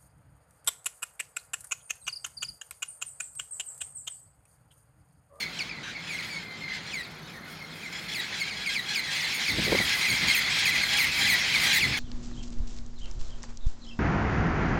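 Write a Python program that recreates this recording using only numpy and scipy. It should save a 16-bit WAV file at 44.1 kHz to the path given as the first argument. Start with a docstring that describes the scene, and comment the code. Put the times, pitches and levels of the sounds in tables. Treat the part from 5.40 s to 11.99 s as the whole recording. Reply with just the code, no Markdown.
"""Parrots squawk over a forest road as their flock flies in and passes overhead.
A full call runs up in a nasal rasp, breaks with a yelp and falls as the syrinx relaxes; lone quacks,
whistles and chips come between. The farther birds merge into a chatter that the trees scatter.
A distant motor's hum and faint trills lie behind; from 4 s, puffs of wind buffet the microphone."""
import sys
import numpy as np
from scipy import signal
from scipy.fft import rfft, irfft, next_fast_len
from scipy.io import wavfile
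from scipy.ndimage import uniform_filter1d

SR = 44100
rng = np.random.default_rng(int(sys.argv[2]) if len(sys.argv) > 2 else 0)


def file_out(sig):
    """Save sig as 16-bit WAV at sys.argv[1]."""
    # one column per channel
    cols = np.atleast_2d(sig).T
    # limit, then scale
    lim = np.clip(cols, -1, 1)
    pcm = np.round(lim * 32767).astype(np.int16)
    wavfile.write(sys.argv[1], SR, pcm)


N = 290619


def from_db(db):
    """Decibels to gain."""
    return 10 ** (np.asarray(db) / 20)


def unit_rms(x):
    """Scale to rms 1."""
    return x / np.sqrt(np.mean(x ** 2) + 1e-20)


def db_at(colour, hz):
    """Read a spectrum on a log-frequency axis."""
    points_hz, points_db = np.transpose(colour)
    return np.interp(np.log(hz + 1), np.log(points_hz), points_db)


def add(track, start_s, sound):
    """Mix a sound into a track."""
    start = int(np.clip(start_s * SR, 0, N - 1))
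    track[start:start + len(sound)] += sound[:N - start]


def wander(size, per_s):
    """Smooth random motion of spread about 1."""
    place = np.arange(size) * per_s / SR
    knots = int(place[-1]) + 2
    return np.interp(place, np.arange(knots), rng.standard_normal(size)[:knots])


def noise(colour, size):
    """Noise with a given spectrum, rms 1."""
    padded = next_fast_len(size)
    gain = from_db(db_at(colour, np.fft.rfftfreq(padded, 1 / SR)))
    white = rfft(rng.standard_normal(size), padded)
    return unit_rms(irfft(white * gain)[:size])


def highpass(x, hz, order=2):
    """Butterworth low cut."""
    return signal.sosfilt(signal.butter(order, hz, "high", fs=SR, output="sos"), x)


def resonate(x, hz, width_hz):
    """Two-pole resonance, peak gain 1."""
    r = np.exp(-np.pi * width_hz / SR)
    feedback = [1, -2 * r * np.cos(2 * np.pi * hz / SR), r * r]
    return signal.lfilter(np.array([1, 0, -1]) * (1 - r * r) / 2, feedback, x)


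def swell(size, rise_s, fall_s):
    """Rounded envelope."""
    t = np.arange(size) / SR
    ramp = np.minimum(t / rise_s, (t[-1] - t) / fall_s)
    return np.sin(np.pi / 2 * np.clip(ramp, 0, 1))


# Throat and beak ripple on the upper harmonics. Each row: frequency in Hz, gain in dB.
BEAK_RIPPLE = [(5600, -10.5), (6800, 7.5), (7900, -3.5), (8900, 2.5), (10500, -2), (12500, -1.5),
               (14000, 3), (15200, 0.5)]

def squawk(fall_s, start_hz, end_hz, bend, second_db, middle_db, top_db, jitter=0.016):
    """The syrinx starts tense and relaxes: a harmonic tone that falls fast, then levels off."""
    middle_hz, top_hz = 8760, 12800
    size = int(fall_s * 1.1 * SR)
    progress = np.arange(size) / (fall_s * SR)
    tension = (np.exp(-bend * progress) - np.exp(-bend)) / (1 - np.exp(-bend))
    tremor = jitter * wander(size, 1494) + 0.0092 * wander(size, 135)
    pitch_hz = (end_hz + (start_hz - end_hz) * tension) * (1 + tremor)
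    phase = 2 * np.pi * np.cumsum(pitch_hz) / SR
    effort = swell(size, rise_s=fall_s / 7, fall_s=fall_s / 5)
    tone = np.zeros(size)
    for k in range(1, 9):
        hz = k * pitch_hz
        upper_db = db_at([(middle_hz, middle_db), (top_hz, top_db)], hz) + db_at(BEAK_RIPPLE, hz)
        level_db = 0 if k == 1 else second_db if k == 2 else upper_db
        leaf_fading = unit_rms(from_db(3.5 * wander(size, 181)))   # many paths through the leaves
        envelope = effort ** np.sqrt(k)   # high harmonics need full effort
        tone += from_db(level_db) * leaf_fading * envelope * np.sin(k * phase) * (hz < SR / 2)
    shimmer = from_db(2 * wander(size, 466))
    return np.sqrt(2) * tone * shimmer


# Throat and beak resonances. Each row: centre in Hz, width in Hz, gain in dB.
THROAT_MODES = [(1578, 174, -6), (2130, 354, 0.5), (3370, 730, -3.5), (4080, 510, -4), (5130, 250, -4),
                (7150, 300, -9.5), (8400, 3600, -28), (14500, 2800, -35.5)]

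def rasp(length_s, throat_ratio=1, pulse_hz=800, chaos=0.13, hiss=0.58):
    """The forced syrinx beats chaotically and rings the throat, whose size differs from bird to bird."""
    size = int(length_s * SR)
    cycles = np.cumsum(pulse_hz * np.exp(chaos * wander(size, 900))) / SR
    pulses = unit_rms(np.diff(np.floor(cycles), prepend=0))
    source = pulses + hiss * rng.standard_normal(size)
    source *= from_db(-wander(size, 150))
    tuning = throat_ratio + 0.057 * rng.standard_normal(len(THROAT_MODES))
    voice = sum((-1) ** k * from_db(db) * resonate(source, hz * tuning[k], width_hz)
                for k, (hz, width_hz, db) in enumerate(THROAT_MODES))
    return unit_rms(voice) * swell(size, rise_s=0.008, fall_s=0.015)


# Throat shaping of a quack's harmonics. Each row: frequency in Hz, gain in dB.
QUACK_SPECTRUM = [(820, -11.5), (1650, -0.5), (2480, -11), (3300, 5), (4150, 4), (5000, -7), (5800, -12.5),
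                  (6700, -10.5), (8000, -35), (9000, -12.5), (12000, -44)]

def quack(length_s, start_hz, end_hz, jitter=0.0093, fade_db=5):
    """A buzz whose second, fourth and fifth harmonics ring in the throat."""
    size = int(length_s * SR)
    pitch_hz = np.linspace(start_hz, end_hz, size) * (1 + jitter * wander(size, 647))
    phase = 2 * np.pi * np.cumsum(pitch_hz) / SR
    tone = np.zeros(size)
    for k in range(1, 15):
        level_db = db_at(QUACK_SPECTRUM, k * pitch_hz) + fade_db * wander(size, 120.5)
        tone += from_db(level_db) * np.sin(k * phase + 2 * np.pi * rng.random())
    return unit_rms(tone) * swell(size, rise_s=0.0037, fall_s=0.0068)


def low_voice(length_s, harshness, throat_ratio=1):
    """Between a clear quack (harshness 0) and a rasp (1); the quack's pitch differs from bird to bird."""
    pitch_ratio = np.exp(0.025 * rng.standard_normal())
    harsh = highpass(rasp(length_s, throat_ratio), hz=1300)
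    clear = quack(length_s, start_hz=819.3 * pitch_ratio, end_hz=839.5 * pitch_ratio)
    return np.sqrt(harshness) * harsh + np.sqrt(1 - harshness) * clear


# Near squawks. Each row: start in seconds, fall time in seconds, start and end pitch in Hz, level in dB,
# then second harmonic, brightness and run-up in relative dB.
FULL_CALLS = [(0, 0.0386, 2280, 2064, -36.5, 1.5, 5, -18), (0.187, 0.039, 3500, 2130, -34, -2, -4.5, -9.5),
              (.288, 0.1, 2700, 2000, -42, -7, -35, -7), (0.684, 0.084, 2606, 2076, -36.5, -13, -2, -7.5),
              (.78, 0.035, 2720, 1963, -37.5, -7, -2, -6.5), (0.893, 0.1, 2370, 2170, -39.5, -6, -4, -7),
              (1.522, 0.1, 2740, 1910, -36.5, -8, -0.5, -5), (2.418, 0.068, 2870, 2065, -42.5, -12, -4, -7),
              (2.741, 0.068, 2747, 1910, -35.5, -1, 5, -1),
              (2.999, 0.035, 2500, 2070, -32.5, -5.5, 1, -4.5), (3.092, .05, 2664, 2060, -39.5, -3, -2, 2),
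              (3.257, 0.047, 2675, 2010, -31, -8.5, -2, -9.5),
              (3.349, 0.054, 2824, 1935, -32.5, -4.5, -3, 0),
              (3.545, 0.059, 2970, 2050, -31.5, -2.5, 3.5, -1.5),
              (3.726, 0.054, 2910, 2110, -41.5, 2, 9, 4.5), (3.775, 0.054, 2610, 1930, -36, -11, 0, 1.5),
              (3.806, 0.055, 3150, 2010, -34, -1.5, 3, -10),
              (3.934, 0.051, 2690, 2100, -36.5, -8, 8.5, 0.5), (4.049, 0.061, 2680, 2023, -33.5, -5, 0, 0),
              (4.08, 0.044, 2770, 1970, -33.5, -1, 5.5, -15), (4.233, 0.053, 2550, 1970, -36.5, -1, 8, 1.5),
              (4.367, 0.064, 2846, 1922, -29, -7, -3, -6.5), (4.615, .055, 2425, 2000, -32, -10, 2, -8),
              (4.666, 0.065, 2543, 2103, -28.5, -8, 2, -3.5),
              (4.727, 0.052, 2530, 2110, -32.5, -16, 2, -13), (4.869, .052, 2460, 2076, -26.5, -9, 0, -5),
              (4.941, 0.055, 2840, 2020, -27, -9, 7, -1.5),
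              (5.248, 0.057, 2890, 1970, -27.5, -7.5, 4.5, -5), (5.315, .05, 2446, 1962, -28, -18, -9, -4),
              (5.355, 0.035, 2710, 2110, -33, -14, -6, -13), (5.416, 0.031, 2334, 2056, -29.5, -3, 1, -4),
              (5.582, 0.069, 2793, 1895, -27.5, -7, 6, -1), (5.609, 0.078, 3040, 2030, -30.5, -23, 1, -13),
              (5.774, 0.056, 2620, 2033, -32, -7, 4, -3.5),
              (5.867, 0.089, 2890, 1922, -25.5, -7.5, -0.5, -1),
              (5.895, 0.05, 2347, 1896, -28, -9, 6.5, -11), (5.977, 0.052, 2250, 2060, -34, -18, -6, -15),
              (6.135, 0.05, 2723, 2010, -27, -9, -3, -5), (6.198, 0.056, 2583, 1990, -31.5, -14, 4, -4),
              (6.321, 0.068, 2635, 1875, -29, -4, 8, 1), (6.344, 0.038, 2323, 2080, -28.5, -7, 4, -1),
              (6.405, 0.058, 3050, 2023, -25.5, -10, -8, -6)]

def full_calls(run_up_s=0.066, overlap_s=0.006, yelp_lead_s=0.014, hoarse_db=-19):
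    """A near bird runs up in the low voice, breaks with a yelp and falls in a hoarse squawk."""
    out = np.zeros(N)
    for start_s, fall_s, start_hz, end_hz, db, second_db, bright_db, run_up_db in FULL_CALLS:
        if start_s > run_up_s:
            run_up = low_voice(run_up_s, harshness=0.54, throat_ratio=1.068)
            add(out, start_s + overlap_s - run_up_s, from_db(db + run_up_db) * run_up)
            yelp = squawk(0.0213, 1.2 * start_hz, start_hz, bend=0.3,
                          second_db=-8.5, middle_db=-15, top_db=-32, jitter=0.068)
            add(out, start_s - yelp_lead_s, from_db(db + run_up_db - 3.5) * yelp)
        bend = 5.2 * np.log2(start_hz / end_hz)   # a wider fall levels off sooner
        middle_db = -18.5 + 0.6 * bright_db
        top_db = -29.5 + 1.55 * bright_db + 0.5 * (db + 36)   # louder, nearer birds keep more top
        fall = squawk(fall_s, start_hz, end_hz, bend, second_db, middle_db, top_db)
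        add(out, start_s, from_db(db) * fall)
        add(out, start_s, from_db(db + hoarse_db) * low_voice(fall_s, harshness=1))
    return out


# Each row: start in seconds, length in seconds, relative level in dB, harshness 0-1, throat tuning ratio.
LONE_CALLS = [(0, 0.049, -39.5, 0.76, 1.06), (0.428, 0.1, -40, 1, 0.76), (.82, 0.049, -42, 0.9, 1),
              (0.981, 0.056, -45, 0.8, 1.05), (1.281, 0.12, -42.5, 0.86, 0.9), (1.33, 0.048, -41, .9, 1.09),
              (2.522, 0.086, -39, 0.76, 0.95), (2.8, 0.063, -38, 0.6, 0.96),
              (2.919, 0.045, -40.5, 0.8, 0.86), (3.167, 0.078, -41, 0.05, 1), (3.46, 0.068, -39, 0.14, 1.1),
              (3.635, .04, -38, 0.3, 1.3), (3.704, 0.12, -38, 0.8, 1.2), (4.489, 0.062, -28.5, 0.84, 0.96),
              (5.1, 0.13, -31.5, 0.75, 1.05), (5.487, 0.044, -33.5, 0.5, 1),
              (6.232, 0.053, -29.5, 0.7, 1.13), (6.539, 0.081, -35, 0.3, 0.72)]

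def lone_calls(gain_db=1):
    """Near birds quack and rasp in the low voice alone."""
    out = np.zeros(N)
    for start_s, length_s, db, harshness, throat_ratio in LONE_CALLS:
        add(out, start_s, from_db(db + gain_db) * low_voice(length_s, harshness, throat_ratio))
    return out


def tree_echoes(x, t60_s=0.14, first_s=0.012, dull_hz=5000):
    """Trunks and foliage return a thin, dull spray of echoes."""
    t = np.arange(SR // 2) / SR
    echoes = rng.standard_normal(len(t)) * (rng.random(len(t)) < 0.02)
    echoes *= from_db(-60 * t / t60_s) * (t > first_s)
    echoes = signal.sosfilt(signal.butter(1, dull_hz, fs=SR, output="sos"), echoes)
    return signal.fftconvolve(x, echoes / np.sqrt(np.sum(echoes ** 2)))[:N]


def far_calls(count=120, spread_db=6):
    """Many birds quack, rasp and squawk at random among the trees; the sum is held at a steady level."""
    calls = np.zeros(N)
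    times_s = (np.arange(count) + rng.random(count)) * N / SR / count
    for time_s, stretch, pitch, loudness in zip(times_s, *rng.standard_normal((3, count))):
        length_s = 0.048 * np.exp(0.2 * stretch)
        pitch_ratio = np.exp(0.055 * pitch)
        gain = from_db(spread_db * loudness)
        opening = quack(length_s, 810 * pitch_ratio, 850 * pitch_ratio)
        add(calls, time_s - 2 * length_s, gain * from_db(-6) * opening)
        add(calls, time_s - length_s, gain * rasp(length_s))
        fall = squawk(length_s, 2800 * pitch_ratio, 2020 * pitch_ratio, bend=2.3,
                      second_db=-6.5, middle_db=-29.5, top_db=-34)
        add(calls, time_s, gain * from_db(-1.5) * fall)
    calls = highpass(calls, hz=1400)
    calls += from_db(-3.5) * tree_echoes(calls)
    return calls / np.sqrt(uniform_filter1d(calls ** 2, size=SR // 8) + 1e-9)


# The flock's approach. Each row: time in seconds, chatter and treble levels in relative dB.
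APPROACH = [(0.0, -38, -51), (0.44, -43, -76), (0.84, -37, -56), (1.06, -44.5, -62), (1.38, -41.5, -65),
            (1.76, -45, -64.5), (2.29, -45, -56), (2.88, -36.5, -53.5), (3.3, -37.5, -54), (3.89, -30, -49),
            (4.33, -27.5, -44), (4.59, -25.5, -40.5), (5.19, -26.5, -46.5), (6.31, -25, -43),
            (6.42, -27.5, -40.5), (6.59, -28.5, -48)]
# Merged echoes and their treble. Each row: frequency in Hz, relative density in dB.
WASH_SPECTRUM = [(500, -21.5), (800, -13.5), (1150, -13), (1450, -11), (1650, -10), (1800, -7.5),
                 (2100, -0.5), (2400, -9.5), (2850, -13.5), (3300, -7.5), (3700, -8.5), (4250, -7),
                 (5600, -18.5), (6700, -16), (8000, -33), (9000, -25.5), (12000, -56)]
TREBLE_SPECTRUM = [(6000, -15), (7700, -4), (8900, 1.5), (10500, 0), (12500, -2), (15000, -3.5)]

def far_flock():
    """Far calls and their echoes merge into a wash that grows as the flock nears."""
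    times_s, *levels_db = np.transpose(APPROACH)
    chatter_db, treble_db = (np.interp(np.arange(N) / SR, times_s, db) for db in levels_db)
    calls = from_db(-4) * far_calls()
    wash = noise(WASH_SPECTRUM, N) * from_db(-6 + 2 * wander(N, 45))
    treble = from_db(treble_db - 3.8 + 4.1 * wander(N, 25)) * noise(TREBLE_SPECTRUM, N)
    return from_db(chatter_db) * (calls + wash) + treble


def motor_hum(hz=156.3, level_db=-60, waver_hz=4.1, waver_db=3.5):
    """A distant motor: one tone, wavering in pitch and level."""
    phase = 2 * np.pi * np.cumsum(hz + waver_hz * wander(N, 1.52)) / SR
    return from_db(level_db + waver_db * wander(N, 8.3)) * np.sqrt(2) * np.sin(phase)


# Outdoor background. Each row: frequency in Hz, relative density in dB.
RUMBLE_SPECTRUM = [(15, -51), (25, -26), (53, -5), (85, -10), (108, -2.5), (128, -5.5), (159, 2), (329, -8),
                   (370, -7.5), (645, -12.5), (690, -11), (790, -11.5), (1180, -12.5), (1400, -8.5),
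                   (1820, -12.5), (3080, -120)]

def outdoor_rumble(level_db=-46.5):
    """Steady low noise of the open air."""
    return from_db(level_db) * noise(RUMBLE_SPECTRUM, N)


# Each row: start in seconds, fall time in seconds, pitch in Hz, level in dB.
WHISTLE_NOTES = [(.005, 0.067, 2257, -40.5), (.545, .05, 2180, -41), (1.024, 0.152, 2090, -44.5),
                 (1.204, .125, 2100, -39), (1.334, 0.044, 2120, -41), (2.017, 0.047, 2100, -50),
                 (2.061, 0.032, 1485, -51), (2.096, 0.047, 2190, -49), (2.199, 0.058, 2130, -48)]

def whistles(sag=0.0199):
    """Soft notes from the syrinx that sag slightly in pitch."""
    out = np.zeros(N)
    for start_s, fall_s, hz, db in WHISTLE_NOTES:
        note = squawk(fall_s, hz * (1 + sag), hz * (1 - sag), bend=0.82,
                      second_db=-9.5, middle_db=-42, top_db=-40)
        add(out, start_s, from_db(db) * note)
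    return out


# Each row: start in seconds, length in seconds, pitch in Hz, chirps per second, level in dB,
# pitch waver as a fraction.
TRILL_BURSTS = [(0.75, 0.25, 5560, 45, -64, .009), (1.78, 0.24, 6060, 34.6, -65.5, 0.01),
                (2.09, 0.21, 5540, 40, -60, 0.01), (1.55, .68, 11500, 27, -68, .07)]

def trills():
    """Thin, unsteady tones chopped into quick chirps, as of insects."""
    out = np.zeros(N)
    for start_s, length_s, hz, chirps_per_s, db, waver in TRILL_BURSTS:
        size = int(length_s * SR)
        phase = 2 * np.pi * np.cumsum(hz * (1 + waver * wander(size, 1500))) / SR
        gate = np.sin(np.pi * chirps_per_s * np.arange(size) / SR) ** 4
        chirps = unit_rms(gate * np.sin(phase))
        add(out, start_s, from_db(db) * chirps * swell(size, rise_s=0.038, fall_s=0.026))
    return out


# Each row: start in seconds, fall time in seconds, start pitch in Hz, level in dB.
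CHIP_NOTES = [(1.629, .032, 4950, -44.5), (1.856, 0.036, 4600, -52), (2.306, 0.036, 4530, -48),
              (3.938, .011, 3570, -38), (4.486, .014, 3510, -35), (5.186, .015, 3580, -33.5),
              (5.53, 0.014, 3600, -33), (5.57, 0.017, 3520, -30.5), (5.831, .011, 3660, -30),
              (5.988, .012, 3640, -37), (6.571, 0.012, 3600, -35)]

def chips(fall_per_s=9, dulling_db_per_s=550):
    """Brief, steeply falling notes; the longer the chip, the purer its tone."""
    out = np.zeros(N)
    for start_s, fall_s, hz, db in CHIP_NOTES:
        dull_db = dulling_db_per_s * fall_s
        note = squawk(fall_s, hz, hz * np.exp(-fall_per_s * fall_s), bend=0.7,
                      second_db=-dull_db, middle_db=-dull_db, top_db=-11 - dull_db, jitter=0.052)
        add(out, start_s, from_db(db) * note)
    return out


# Puffs, and sharp eddies in the first puff. Each row: start in seconds, length in seconds, level in dB.
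PUFFS = [(4.062, .47, -33.5), (4.675, 0.095, -36.5), (4.79, .12, -37.5), (5.524, 0.059, -42),
         (5.64, .1, -49), (5.777, 0.19, -42.5), (6.373, 0.22, -36)]
EDDIES = [(4.183, 0.023, -33), (4.265, 0.056, -33.5), (4.319, 0.016, -21), (4.346, 0.011, -22.5),
          (4.4, 0.011, -28)]
# Their spectra. Each row: frequency in Hz, relative density in dB.
PUFF_SPECTRUM = [(25, -23), (55, 2.5), (95, -2.5), (140, 2), (250, -3), (450, -14), (900, -30.5),
                 (1600, -72)]
EDDY_SPECTRUM = [(80, -30), (200, 2), (340, 2.5), (650, -5), (1100, -20), (2000, -44)]

def wind(breeze_start_s=4, breeze_rise_s=1.5, breeze_db=-46, lump_db=2.2):
    """Turbulence at the microphone port: puffs on a light breeze; the strongest eddies sound higher."""
    puffs = np.zeros(N)
    for start_s, length_s, db in PUFFS:
        envelope = swell(int(length_s * SR), rise_s=0.3 * length_s, fall_s=0.54 * length_s)
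        add(puffs, start_s, from_db(db) * envelope)
    breeze = from_db(breeze_db) * np.clip((np.arange(N) / SR - breeze_start_s) / breeze_rise_s, 0, 1)
    lumps = from_db(lump_db * wander(N, 50))
    out = np.hypot(puffs, breeze) * lumps * noise(PUFF_SPECTRUM, N)
    for start_s, length_s, db in EDDIES:
        size = int(length_s * SR)
        eddy = noise(EDDY_SPECTRUM, SR // 10)[:size]
        add(out, start_s, from_db(db) * eddy * swell(size, rise_s=0.0027, fall_s=0.005))
    return out


def scene():
    """Birds and their echoes over the outdoor background, in mono."""
    near = full_calls() + lone_calls() + whistles() + chips()
    birds = near + from_db(-15.5) * tree_echoes(near) + far_flock()
    return (birds + trills() + motor_hum() + outdoor_rumble() + wind())[None]


def record(dry, low_cut_hz=40, high_cut_hz=15900):
    """The microphone drops the deepest bass; the top is cut steeply."""
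    thinned = highpass(dry, low_cut_hz, order=4)
    return signal.sosfilt(signal.ellip(10, 0.1, 80, high_cut_hz, fs=SR, output="sos"), thinned)


dry = scene()
out = record(dry)
file_out(out)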